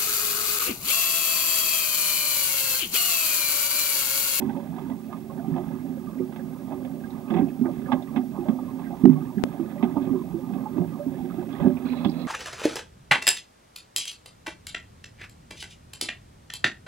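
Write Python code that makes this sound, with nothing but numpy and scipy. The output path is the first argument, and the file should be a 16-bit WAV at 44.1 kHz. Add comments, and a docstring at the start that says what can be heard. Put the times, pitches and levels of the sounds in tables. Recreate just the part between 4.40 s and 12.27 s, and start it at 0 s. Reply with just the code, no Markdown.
"""On a river, close to the hollow hull of a small sailboat: water laps and slaps, heard by two microphones.
Air pockets thump as gliding tones and a shaken hull; crests ring the panels and drop spray; bubbles gurgle.
One heavy wave slams under the hull as short swings of pressure, so loud that the sound clips.
A faint motor-like hum of four partials runs underneath; near the end it steps up and noise rushes brighter.
Hiss and a thin buzzing whine lie behind it all, and the left microphone clicks once."""
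import sys
import numpy as np
from scipy import signal
from scipy.fft import rfft, irfft, next_fast_len
from scipy.io import wavfile
from scipy.ndimage import uniform_filter1d, map_coordinates

SR = 44100
rng = np.random.default_rng(int(sys.argv[2]) if len(sys.argv) > 2 else 0)


def digitize_waveform(pressure):
    """Quantize a signal to 16-bit integers and store it at the path in sys.argv[1].

    Rows of a 2-D input are taken as channels; values are limited to [-1, 1].
    """
    field = np.atleast_2d(pressure).T
    bounded = np.clip(field, -1, 1)
    quanta = np.round(bounded * 32767).astype(np.int16)
    wavfile.write(sys.argv[1], SR, quanta)


N = 347111
TIME = np.arange(N) / SR
SHORT = np.arange(SR // 3) / SR  # time within one single sound, which is cut off after a third of a second

# All T60 and ring times are the time to fall by 60 dB.

# the steady lapping: [t/s, hull drone level/dB, ripple level/dB]; lapping() raises both a little
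LAPPING = [(0.0, -30.5, -48.5), (0.52, -33, -48), (0.64, -38, -55), (1.16, -31, -45), (1.47, -34.5, -50.5),
           (2.85, -34, -49.5), (3.16, -36, -53.5), (3.45, -31, -46.5), (3.6, -32, -46.5),
           (3.86, -36, -58.5), (3.97, -32, -46), (4.1, -32, -50.5), (4.45, -33.5, -46.5),
           (4.84, -31.5, -48), (5.28, -34.5, -47), (5.63, -29, -45), (5.85, -31.5, -48), (6.18, -33, -46.5),
           (6.75, -32.5, -48.5), (7.34, -29, -45), (7.69, -41.5, -48), (7.87, -36, -46.5)]
# fizz along the waterline: [t/s, level/dB]; lapping() raises it a little
FIZZ = [(0.0, -58), (0.52, -62.5), (0.66, -61.5), (1.17, -59), (1.5, -63.5), (4.2, -61), (5.63, -60),
        (5.96, -62.5), (6.66, -61.5), (6.95, -56.5), (7.25, -54.5), (7.42, -59.5), (7.52, -52.5),
        (7.87, -78)]
FIZZ_GROWS = 0.19  # dB more fizz for each dB of ripple
# the hull heaves with each thump and settles after it; the ripples do the same around each slap
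CHURN_RISE_S, CHURN_FALL_S = 0.0097, 0.039
SLOSH_RISE_S, SLOSH_FALL_S = 0.02, 0.024
CHURN_LAG_S = 0.0067  # the churning is strongest just after the blow
CHURN_DRONE_DB, CHURN_RIPPLE_DB = -13, -14.5  # churning against the peak of its thump or slap
CHURN_LIMIT_DB, SLOSH_LIMIT_DB = -29.5, -38.5  # the most drone and ripple that one wave can add

# the hollow hull's low resonances: [f/Hz, width/Hz, level/dB]
HULL = [(169.5, 56, -12.5), (176, 11, -4), (231.7, 58, -4), (255.45, 6.9, 6.5), (365.3, 18, -3)]
# resonances of the side panels: [f/Hz, width/Hz, level/dB]
PANELS = [(570, 114, 4), (696, 47, 0), (774, 13.7, 5), (845, 250, -0.5), (1098, 92, -4.5), (1211, 38, 6.5)]
# resonances of the stiff rim and other small hard parts: [f/Hz, width/Hz, level/dB]
RIM = [(1642, 190, 11), (1976, 35, 5.5), (2080, 180, 6), (2550, 112, 3.5), (3066, 52, 0.5), (3130, 110, -1),
       (3360, 65, 4.5), (3440, 114, -6), (3690, 130, -7)]

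# air pockets squeezed under the hull: [t/s, peak level/dB, starting f/Hz]
THUMPS = [(0.023, -15.5, 259), (0.045, -18.5, 262), (0.076, -19.5, 229), (1.084, -16.5, 271),
          (1.119, -16, 162.3), (1.166, -24, 350.5), (1.801, -17, 365), (2.324, -19.5, 272),
          (2.908, -13, 223), (2.922, -14.5, 333), (2.945, -14, 330), (2.957, -13, 174), (2.995, -9, 237.4),
          (3.023, -9, 273), (3.194, -17.5, 241.6), (3.215, -9.5, 236), (3.257, -16.5, 338.6),
          (3.532, -12.5, 256), (3.767, -10.5, 257), (3.989, -19.5, 346), (4.088, -7, 220.4),
          (4.639, -3.5, 280), (4.654, 0, 205), (4.676, -12, 236), (4.694, -8.5, 238), (4.971, -12, 197),
          (5.198, -13.5, 329), (5.434, -6.5, 237), (5.447, -19, 197), (5.568, -12.5, 275.5),
          (5.676, -15, 259.6), (5.709, -15, 257), (5.743, -16, 365), (5.944, -16.5, 335.4),
          (6.129, -18, 189), (6.362, -17.5, 302), (6.38, -18, 354), (6.403, -11.5, 175), (6.42, -22, 165),
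          (6.666, -15, 262), (6.985, -16.5, 352), (7.214, -11.5, 168), (7.248, -8.5, 255.5),
          (7.26, -5.5, 207), (7.268, -9.5, 364), (7.655, -8.5, 205), (7.665, -14.5, 298.6)]
MIDDLING_DB, THUMP_T60_S = -8.5, 0.11  # peak and ring of a middling thump
CHOKE = 0.61  # how much a harder thump shortens its ring: dB per dB

# crests breaking on the side, the big ones in several strokes:
# [t/s, peak level/dB, spray level against that peak/dB, pitch of the hollow under the crest f/Hz]
SLAPS = [(0.022, -26.5, -10, 810), (0.075, -35, -11, 850), (0.096, -37, -2, 900), (0.168, -33.5, -10, 695),
         (0.387, -28.5, -10, 1100), (0.5, -31.5, -6, 640), (0.729, -26, -12, 1160), (1.076, -44, -22, 900),
         (1.163, -24, -10.5, 770), (1.18, -25.5, -12, 756), (1.924, -33, -2.5, 860), (1.962, -32, -1, 740),
         (2.32, -24.5, -18, 770), (2.449, -34.5, -2, 730), (2.904, -27.5, 1, 1120), (2.914, -36, 0, 950),
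         (2.939, -24.5, -4, 890), (2.948, -31, -1, 800), (2.966, -25.5, -4, 910), (2.974, -26.5, -5, 800),
         (2.986, -22.5, -9, 780), (3.252, -27, -27, 680), (3.264, -27, -25, 695), (3.277, -38, -27, 670),
         (3.52, -13, -5.5, 930), (3.526, -19, -4, 1110), (3.533, -21, -18, 756), (3.762, -25.5, 1, 890),
         (3.768, -25.5, -1, 840), (3.777, -31, -6, 796), (4.061, -33, -22, 640), (4.086, -23, -8.5, 735),
         (4.104, -32, -19, 700), (4.189, -27, -26, 900), (4.654, -34.5, -4, 895), (5.2, -32.5, -12, 920),
         (5.428, -20.5, -6, 760), (5.441, -25.5, -3, 760), (5.57, -21.5, -32, 920),
         (6.137, -34.5, -0.5, 930), (6.382, -29, -11, 604), (6.42, -27.5, -29, 590), (6.986, -29, -17, 600),
         (7.203, -26, -10, 800), (7.22, -28, -16, 880), (7.248, -35, -14, 570), (7.264, -24, -20, 650),
         (7.648, -22, -6, 980), (7.656, -23, -11, 820), (7.669, -45, -19, 780)]
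SMACK_ATTACK_S, SMACK_T60_S, SPRAY_T60_S = 0.001, 0.054, 0.072  # every slap dies away alike
SPRAY_DROPS_PER_S = 2600  # average number of drops landing from a breaking crest
IMPACT_DB = 21  # the crest's first contact against the noisy push that follows

# the heaviest wave slams flat under the hull in quick blows: [t/s, level/dB]
SLAMS = [(4.6428, 3), (4.6545, -0.5), (4.6789, -2.5), (4.698, -2.5)]
SLAM_HZ, SLAM_WIDTH_S = 244, 0.002  # the hull's swing under a blow; half the length of the blow
SLAM_CRACK_DB = -38.5  # the panels' crack against the blow

# large air pockets that boom on after a wave: [t/s, level/dB, starting f/Hz, ring/s]
GULPS = [(3.79, -19, 246, 0.083), (4.66, -8, 366, 0.11), (4.699, -12.5, 150.2, 0.28),
         (4.831, -28.5, 256.6, 0.92), (5.75, -18.5, 363, 0.085), (6.84, -26, 359.3, .12),
         (7.275, -20.5, 363, .13)]
# air breaking up into a cluster of small bubbles: [t/s, peak level/dB, middle f/Hz, length/s]
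GURGLES = [(0.074, -30.5, 853, .045), (0.089, -39, 1560, 0.019), (0.155, -34, 920, 0.053),
           (0.515, -43, 1040, 0.025), (0.978, -44, 1580, 0.022), (0.968, -37.5, 828, 0.032),
           (2.149, -42, 960, 0.022), (2.955, -30, 750, .045), (3.071, -35.5, 710, 0.0204),
           (3.46, -37.5, 1630, .015), (3.556, -39, 1040, 0.045), (3.677, -38.5, 1170, 0.022),
           (3.952, -37.5, 866, 0.023), (3.998, -31, 770, 0.045), (4.283, -38, 1080, 0.027),
           (4.398, -44, 1070, .02), (4.447, -44, 1920, 0.035), (4.506, -30, 746, .04),
           (4.866, -42.5, 1125, .05), (5.443, -31, 765, 0.0147), (5.494, -38, 1195, 0.028),
           (5.692, -40, 1060, .015), (5.749, -37.5, 1060, .015), (5.778, -36, 1090, 0.052),
           (6.237, -39, 1030, 0.045), (6.749, -44, 1630, .015), (6.904, -37.5, 1190, 0.018),
           (7.22, -27.5, 818, 0.03), (7.235, -36.5, 1600, 0.035), (7.528, -32, 920, .02)]
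GURGLE_SPREAD, GURGLE_CYCLES = 0.077, 31  # scatter of pitch in a cluster; ring of a bubble in cycles
# single large bubbles: [t/s, peak level/dB, f/Hz, ring/s]; bubbles() starts them slightly lower
BUBBLES = [(0.168, -31, 574, 0.24), (0.903, -36, 1090, 0.051), (0.905, -36.5, 565, 0.099),
           (0.998, -32.5, 693, .07), (1.674, -39, 1207, 0.078), (1.807, -31.5, 496, 0.063),
           (2.643, -36.5, 1625, 0.045), (2.92, -28, 743, 0.039), (2.973, -22, 767, 0.11),
           (3.292, -25.5, 600, 0.036), (3.517, -27, 830, 0.087), (3.785, -28.5, 751, 0.058),
           (4.06, -27.5, 609, 0.06), (4.469, -39.5, 1600, 0.052), (4.76, -38, 1116, 0.081),
           (4.779, -35, 763, 0.078), (5.361, -31, 586, 0.12), (5.987, -36.5, 536, 0.085),
           (5.565, -30.5, 934, 0.049), (6.262, -24.5, 862, 0.065), (6.597, -25.5, 589, 0.15),
           (7.263, -25.5, 574, 0.094), (7.29, -29, 587, 0.16)]
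# single drops ticking on the side: [t/s, peak level/dB, f/Hz]
DROPS = [(0.096, -44, 2020), (0.517, -43, 2030), (1.141, -40, 1730), (1.786, -44, 2050), (1.994, -39, 1660),
         (2.705, -42, 3810), (2.883, -42, 2580), (2.973, -34, 2070), (3.005, -35, 1600), (3.017, -42, 1940),
         (3.086, -45, 2580), (3.2567, -32, 1530), (3.6237, -42, 3600), (3.674, -43.5, 2000),
         (4.983, -33.5, 1630), (5.303, -42, 1750), (5.381, -38, 2010), (7.105, -47, 2630),
         (7.129, -41, 3380), (7.15, -38, 1900), (7.371, -37.5, 2400), (7.648, -24.5, 3400)]

# resonances of the rush along the hull at the end: [f/Hz, width/Hz, level/dB]
WASH = [(258, 16, 18), (815, 120, -24), (1200, 37, -26), (1690, 400, -32), (2040, 90, -24.5),
        (2550, 90, -25), (3380, 300, -23), (3910, 200, -23.5), (4800, 680, -27)]
# the rush as a whole: [t/s, level/dB]
WASH_LEVEL = [(7.45, -31.5), (7.54, -28), (7.63, -32.5), (7.7, -35), (7.76, -34), (7.82, -30.5),
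              (7.87, -32.5)]
WASH_START_S = 7.45
# spurts of that rush: [t/s, peak level/dB, f/Hz]
SPURTS = [(7.451, -48, 2090), (7.464, -35, 1230), (7.497, -35.5, 2550), (7.524, -37, 2570),
          (7.526, -39, 2080), (7.572, -44, 3940), (7.585, -39, 1210), (7.607, -41, 1220),
          (7.658, -38, 2660), (7.672, -32, 3450), (7.684, -39, 4000), (7.696, -37, 4800),
          (7.718, -42, 4000), (7.795, -44, 4250), (7.817, -37, 3980)]
SPURT_T60_S, SPURT_WIDTH_HZ = 0.057, 170  # every spurt dies away alike and fills a narrow band

# a low hum, as of a small electric motor: [t/s, f/Hz, level/dB]
MOTOR = [(0, 73.68, -31.5), (7.44, 74.02, -38), (7.455, 81.5, -20), (7.87, 81.3, -20)]
# the hum's partials: [multiple of the hum's pitch, level against the hum/dB]
PARTIALS = [(1, -28.5), (2, -11.5), (3, -3), (4, -24.5)]

# left microphone against the right: [f/Hz, level/dB, lead/radians]
LEFT = [(50, -14, 1.5), (250, -11, 0.64), (407, -12.5, 0), (617, -8.5, 0.82), (1230, -8.5, 0.2),
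        (1590, -17, 2), (2140, -13, -2.5), (2580, -3, 1), (2720, -9.5, 1.5), (3320, -6, 5),
        (3580, -22, 0.5), (4600, -6.5, 2.5)]
# colour of the microphone hiss: [f/Hz, relative level per Hz/dB]
HISS = [(20, 20.5), (3000, 11), (8000, 9), (10500, 10), (12500, 12), (14000, 12.5), (15800, -1.5)]
WHINE_HZ, BUZZ_HZ = 15703, 59.94  # pitch of the whine; how often a second its level pulses
CLICK_S = 5.0384
TOP_HZ = 15870  # nothing is heard above this


def lapping():
    """Small waves keep the hull droning; ripples gurgle and fizz on its side, and every blow churns them up."""
    drone_db, ripple_db = curves(LAPPING)
    fizz_db, = curves(FIZZ)
    thump_blows = [(s, min(db + CHURN_DRONE_DB, CHURN_LIMIT_DB)) for s, db, _ in THUMPS]
    slap_blows = [(s, min(db + CHURN_RIPPLE_DB, SLOSH_LIMIT_DB)) for s, db, *_ in SLAPS]
    heave = churn(thump_blows, CHURN_RISE_S, CHURN_FALL_S)
    slosh = churn(slap_blows, SLOSH_RISE_S, SLOSH_FALL_S)
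    lap = wobble(14)

    pockets = bubble_crowd(count=200, low_hz=160, high_hz=340, cycles=26, spread_db=6)
    plops = bubble_crowd(count=2200, low_hz=520, high_hz=1500, cycles=20, spread_db=8)
    beads = bubble_crowd(count=2200, low_hz=1400, high_hz=3800, cycles=24, spread_db=10)

    hull_noise = ring(pair(N, own=0.047), HULL, low_hz=24.1, high_hz=375.4)
    drone = unit(patchy(hull_noise, depth_db=1.5)) + amp(-12.0) * pockets
    splashing = plops + 4.9 * spatter(N, per_s=1200, own=0.59)
    ripple = unit(patchy(ring(splashing, PANELS, low_hz=340, high_hz=1161), depth_db=3.0))
    fine_drops = beads + 4 * spatter(N, per_s=1000, own=0.31)
    fizz = unit(ring(fine_drops, RIM, low_hz=920, high_hz=3900))

    # steady and churned-up parts add as power
    droning = np.sqrt(amp(drone_db + 2.0) ** 2 + heave)
    rippling = np.sqrt(amp(ripple_db + 3.5) ** 2 + slosh)
    # livelier ripples throw up more fizz
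    fizzing = amp(fizz_db + 4.0) * (rippling / np.median(rippling)) ** FIZZ_GROWS
    # all three swell and sink together, the fizz most
    out = drone * droning * amp(1.0 * lap)
    out = out + ripple * rippling * amp(0.96 * lap)
    return out + fizz * fizzing * amp(1.66 * lap)


def thumps():
    """Each wave traps a pocket of air that throbs briefly and shakes the hull."""
    out = np.zeros((2, N))
    # the wave's weight on the hull changes its damping: narrower resonances
    loaded = [(hz, 0.65 * width, level) for hz, width, level in HULL]
    for s, db, hz in THUMPS:
        t60 = THUMP_T60_S * amp(-CHOKE * (db - MIDDLING_DB))
        pocket = bubble(hz, t60, attack=0.0038, rise=0.054)
        push = pair(len(SHORT), own=0.45) * swell(0.00081, 0.5 * t60)
        shake = peaked(ring(push, loaded, low_hz=73.0, high_hz=415))
        add(out, s - .003, amp(db) * peaked(0.87 * pocket + 0.66 * shake))
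    # keep only the low part
    return filtered(out, lambda hz: 1 / np.sqrt(1 + (hz / 460) ** 20))


def slaps():
    """A crest hits the panels and rings the hollow under it; its spray lands as drops that rattle the rim."""
    out = np.zeros((2, N))
    n = len(SHORT)
    contact = swell(attack=.0005, t60=.04)
    # a single-sample knock, one millisecond in
    impact = amp(IMPACT_DB) * np.diff(SHORT >= .001, prepend=False)
    for s, db, spray_db, hz in SLAPS:
        push = pair(n, own=0.31) * swell(SMACK_ATTACK_S, SMACK_T60_S)
        smack = ring(impact + push, PANELS, low_hz=355, high_hz=1142)
        hollow = ring(smack, [(hz, 0.35 * hz, 0)], low_hz=196, high_hz=2000)
        spray = spatter(n, SPRAY_DROPS_PER_S, own=0.82) * (swell(0.0012, SPRAY_T60_S) + contact)
        rattle = peaked(ring(spray, RIM, low_hz=900, high_hz=3580))
        snap = peaked(ring(spray * swell(.001, .08), [(4960, 670, 0)], low_hz=3020, high_hz=6500))
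        body = amp(db) * peaked(0.12 * smack + hollow)
        splash = amp(db + spray_db) * (rattle + amp(-22.5) * snap)
        add(out, s - .002, body + splash)
    return out


def slams():
    """Flat water hits the hull: one hard push, a suck back, and a short crack from the panels."""
    out = np.zeros(N)
    for s, db in SLAMS:
        t = TIME - s
        swing = np.sin(2 * np.pi * SLAM_HZ * t) * np.exp(-(t / SLAM_WIDTH_S) ** 2 / 2)
        out -= amp(db) * peaked(swing)
        blow = rng.standard_normal(len(SHORT)) * swell(.0005, 0.022)
        crack = ring(blow, PANELS, low_hz=400, high_hz=3000)
        add(out, s - .001, amp(db + SLAM_CRACK_DB) * peaked(crack))
    # take out the deepest part
    return filtered(out, lambda hz: 1 - 1 / (1 + (hz / 115) ** 6))


def gulps():
    """A large pocket of air, pushed under by a wave, keeps booming as it slides along the hull."""
    out = np.zeros(N)
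    for s, db, hz, t60 in GULPS:
        add(out, s, amp(db) * bubble(hz, t60, attack=0.01, rise=0.03))
    return out


def bubbles():
    """Large bubbles plop beside the hull and stir its panels."""
    out = np.zeros(N)
    for s, db, hz, t60 in BUBBLES:
        plop = bubble(.98 * hz, t60=t60, attack=.012, rise=.05)
        push = rng.standard_normal(len(SHORT)) * swell(0.015, 0.083)
        stir = ring(push, PANELS, low_hz=396, high_hz=1170)
        add(out, s - .005, amp(db) * peaked(plop + 0.22 * peaked(stir)))
    return out


def gurgles():
    """A pocket of air breaks up: six small bubbles of like size ring in quick succession."""
    out = np.zeros(N)
    for s, db, hz, length in GURGLES:
        cluster = np.zeros(N)
        for k, (when, size, loud) in enumerate(rng.uniform(-1.073, 1, size=(6, 3))):
            pitch = hz * (1 + GURGLE_SPREAD * size)
            start = length * (k + .5 + .5 * when) / 6
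            one = bubble(pitch, GURGLE_CYCLES / pitch, attack=.003, rise=.04)
            add(cluster, start, amp(3 * loud) * one)
        add(out, s - .005, amp(db) * peaked(cluster[:len(SHORT)]))
    return out


def drops():
    """A drop ticks on the side and rings for a few cycles."""
    out = np.zeros((2, N))
    for s, db, hz in DROPS:
        touch = pair(len(SHORT), own=0.97) * swell(0.00032, 0.072)
        tick = ring(touch, [(hz, hz / 14, 0)], low_hz=1000, high_hz=1.52 * hz)
        add(out, s - .002, amp(db) * peaked(tick))
    return out


def wash():
    """Near the end, water rushes along the hull in a rough, splashy stream."""
    start = np.clip((TIME - WASH_START_S) / 0.0047, 0, 1)
    level_db, = curves(WASH_LEVEL)
    beads = bubble_crowd(count=2500, low_hz=2000, high_hz=5000, cycles=22, spread_db=11)
    stream = .8 * pair(N, own=.5) + .5 * spatter(N, per_s=1500, own=.5)
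    flow = ring(0.27 * beads + stream, WASH, low_hz=121, high_hz=4300)
    rush = unit(patchy(flow, depth_db=1.5))
    swells_db = 1.6 * wobble(16)
    return start * amp(level_db + swells_db) * rush


def spurts():
    """The rush throws up handfuls of drops, each handful ringing at its own pitch."""
    out = np.zeros((2, N))
    for s, db, hz in SPURTS:
        shower = spatter(len(SHORT), per_s=1600, own=0.47) * swell(0.0013, SPURT_T60_S)
        spurt = ring(shower, [(hz, SPURT_WIDTH_HZ, 0)], low_hz=900, high_hz=1.4 * hz)
        add(out, s - .002, amp(db) * peaked(spurt))
    return out


def motor():
    """A low hum carried by the hull, made of wavering partials; it is higher and louder near the end."""
    hz, db = curves(MOTOR)
    turn = 2 * np.pi * np.cumsum(hz * (1 + 0.0033 * wobble(5))) / SR
    partials = sum(amp(level + 2.3 * wobble(7.5)) * np.sin(round(k) * turn) for k, level in PARTIALS)
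    return amp(db) * partials


def hiss():
    """Microphone noise, partly shared and partly each microphone's own, a little louder on the right."""
    noise = filtered(pair(N, own=1.42), lambda hz: along(HISS, hz))
    return unit(noise) * amp([[-59.5], [-57.5]])


def whine():
    """A thin, very high tone of unsteady pitch whose level pulses fast enough to buzz; the right is louder."""
    buzz = 1 + .45 * np.cos(2 * np.pi * BUZZ_HZ * TIME)
    phase = 2 * np.pi * WHINE_HZ * TIME + .7 * wobble(8) + 0.25 * wobble(130)
    return buzz * np.sin(phase) * amp([[-75], [-60]])


def click(db=-3, hz=240, t60=0.014):
    """A sudden step in the left microphone that swings back and settles within a few milliseconds."""
    out = np.zeros((2, N))
    step = -amp(db - 60 * SHORT / t60) * np.cos(2 * np.pi * hz * SHORT)
    add(out[0], CLICK_S, filtered(step, lambda f: 1 / (1 + 1j * f / 5500)))
    return out


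def bubble(hz, t60, attack, rise):
    """Trapped air rings, and its pitch climbs as it nears the surface."""
    pitch = hz * (1 + rise * np.minimum(SHORT / t60, 1))
    return swell(attack, t60) * np.sin(2 * np.pi * np.cumsum(pitch) / SR)


def bubble_crowd(count, low_hz, high_hz, cycles, spread_db):
    """A crowd of small, quickly damped bubbles of uneven size, rms 1."""
    out = np.zeros(N)
    t = SHORT[:SR // 10]
    for when, size, loud in rng.random((count, 3)):
        hz = low_hz * (high_hz / low_hz) ** size
        chirp = np.sin(2 * np.pi * hz * t * (1 + t))
        life = (1 - np.exp(-t / 0.0072)) * amp(-60 * t * hz / cycles)
        add(out, when * N / SR, amp(spread_db * loud ** 2) * life * chirp)
    return unit(out)


def spatter(size, per_s, own):
    """Separate drops of uneven size landing at random, as two microphones hear them."""
    lands = rng.random(size) < per_s / SR
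    return unit(pair(size, own) * lands)


def churn(blows, rise_s, fall_s):
    """Power of the water's heaving around blows (t/s, level/dB): a quick rise, a slower fall."""
    power = 0
    for s, db in blows:
        after = TIME - s - CHURN_LAG_S
        power = power + amp(db) ** 2 * np.exp(-np.maximum(-after / rise_s, after / fall_s))
    return power


def patchy(x, depth_db):
    """Gain that drifts by itself in each narrow band, as hollows open and close in the water."""
    z = signal.stft(x, nperseg=512)[2]
    field = rng.standard_normal(z.shape[1:])
    # smooth over neighbouring bands and moments
    for _ in range(2):
        field = uniform_filter1d(uniform_filter1d(field, size=2, axis=0), size=6, axis=1)
    return signal.istft(z * amp(depth_db * unit(field)), nperseg=512)[1][..., :N]


def ring(x, modes, low_hz, high_hz):
    """x through a set of resonances that radiate between two corner frequencies."""
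    def response(f):
        body = sum(amp(db) * 1j * f * w / (c * c - f * f + 1j * f * w) for c, w, db in modes)
        low_cut = (1j * f / (low_hz + 1j * f)) ** 2
        return body * low_cut / np.sqrt(1 + (f / high_hz) ** 20)
    return filtered(x, response)


def filtered(x, response):
    """x times a complex response of frequency."""
    n = x.shape[-1]
    m = next_fast_len(n + SR // 4)
    return irfft(rfft(x, m) * response(np.fft.rfftfreq(m, 1 / SR)), m)[..., :n]


def pair(size, own):
    """Noise at two microphones: a common part and a share of their own."""
    return rng.standard_normal(size) + own * rng.standard_normal((2, size))


def swell(attack, t60):
    """A soft rise and an exponential fall, peak 1."""
    return peaked((1 - np.exp(-SHORT / attack)) * amp(-60 * SHORT / max(t60, .01)))


def wobble(rate):
    """A smooth random curve, rate knots a second."""
    return map_coordinates(rng.standard_normal(int(N * rate / SR) + 4), [TIME * rate])


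def curves(rows):
    """One value per sample for each column after the time."""
    s, *cols = np.transpose(rows)
    return [np.interp(TIME, s, c) for c in cols]


def along(points, hz):
    """(f/Hz, level/dB) points as gains on a log axis."""
    f, db = np.transpose(points)
    return amp(np.interp(np.log(hz + 1), np.log(f + 1), db))


def add(track, s, sound):
    """Mix a sound into a track at a time."""
    start = min(max(round(s * SR), 0), N - 1)
    track[..., start:start + sound.shape[-1]] += sound[..., :N - start]


def amp(db):
    """Decibels to gain."""
    return 10 ** (np.asarray(db) / 20)


def unit(x):
    """Scale to rms 1."""
    return x / np.sqrt(np.mean(x ** 2) + 1e-20)


def peaked(x):
    """Scale to peak 1."""
    return x / (np.abs(x).max() + 1e-20)


def scene():
    """The sounds reach the right microphone more strongly than the left, and out of step with it."""
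    water = lapping() + thumps() + slaps() + slams() + gulps() + bubbles() + gurgles() + drops()
    left, right = water + wash() + spurts() + motor()
    at_hz, db, radians = np.transpose(LEFT)
    log_gain = np.log(amp(db)) + 1j * radians  # level and lead in one complex number

    def shade(hz):
        return np.exp(np.interp(np.log(hz + 1), np.log(at_hz + 1), log_gain))
    return np.array([filtered(left, shade), right])


def record(dry):
    """The microphones add hiss, whine and one click; whatever is too loud clips, and the top is cut off."""
    clipped = np.clip(dry + hiss() + whine() + click(), -.975, .975)
    return filtered(clipped, lambda hz: hz < TOP_HZ)


dry = scene()
out = record(dry)
digitize_waveform(out)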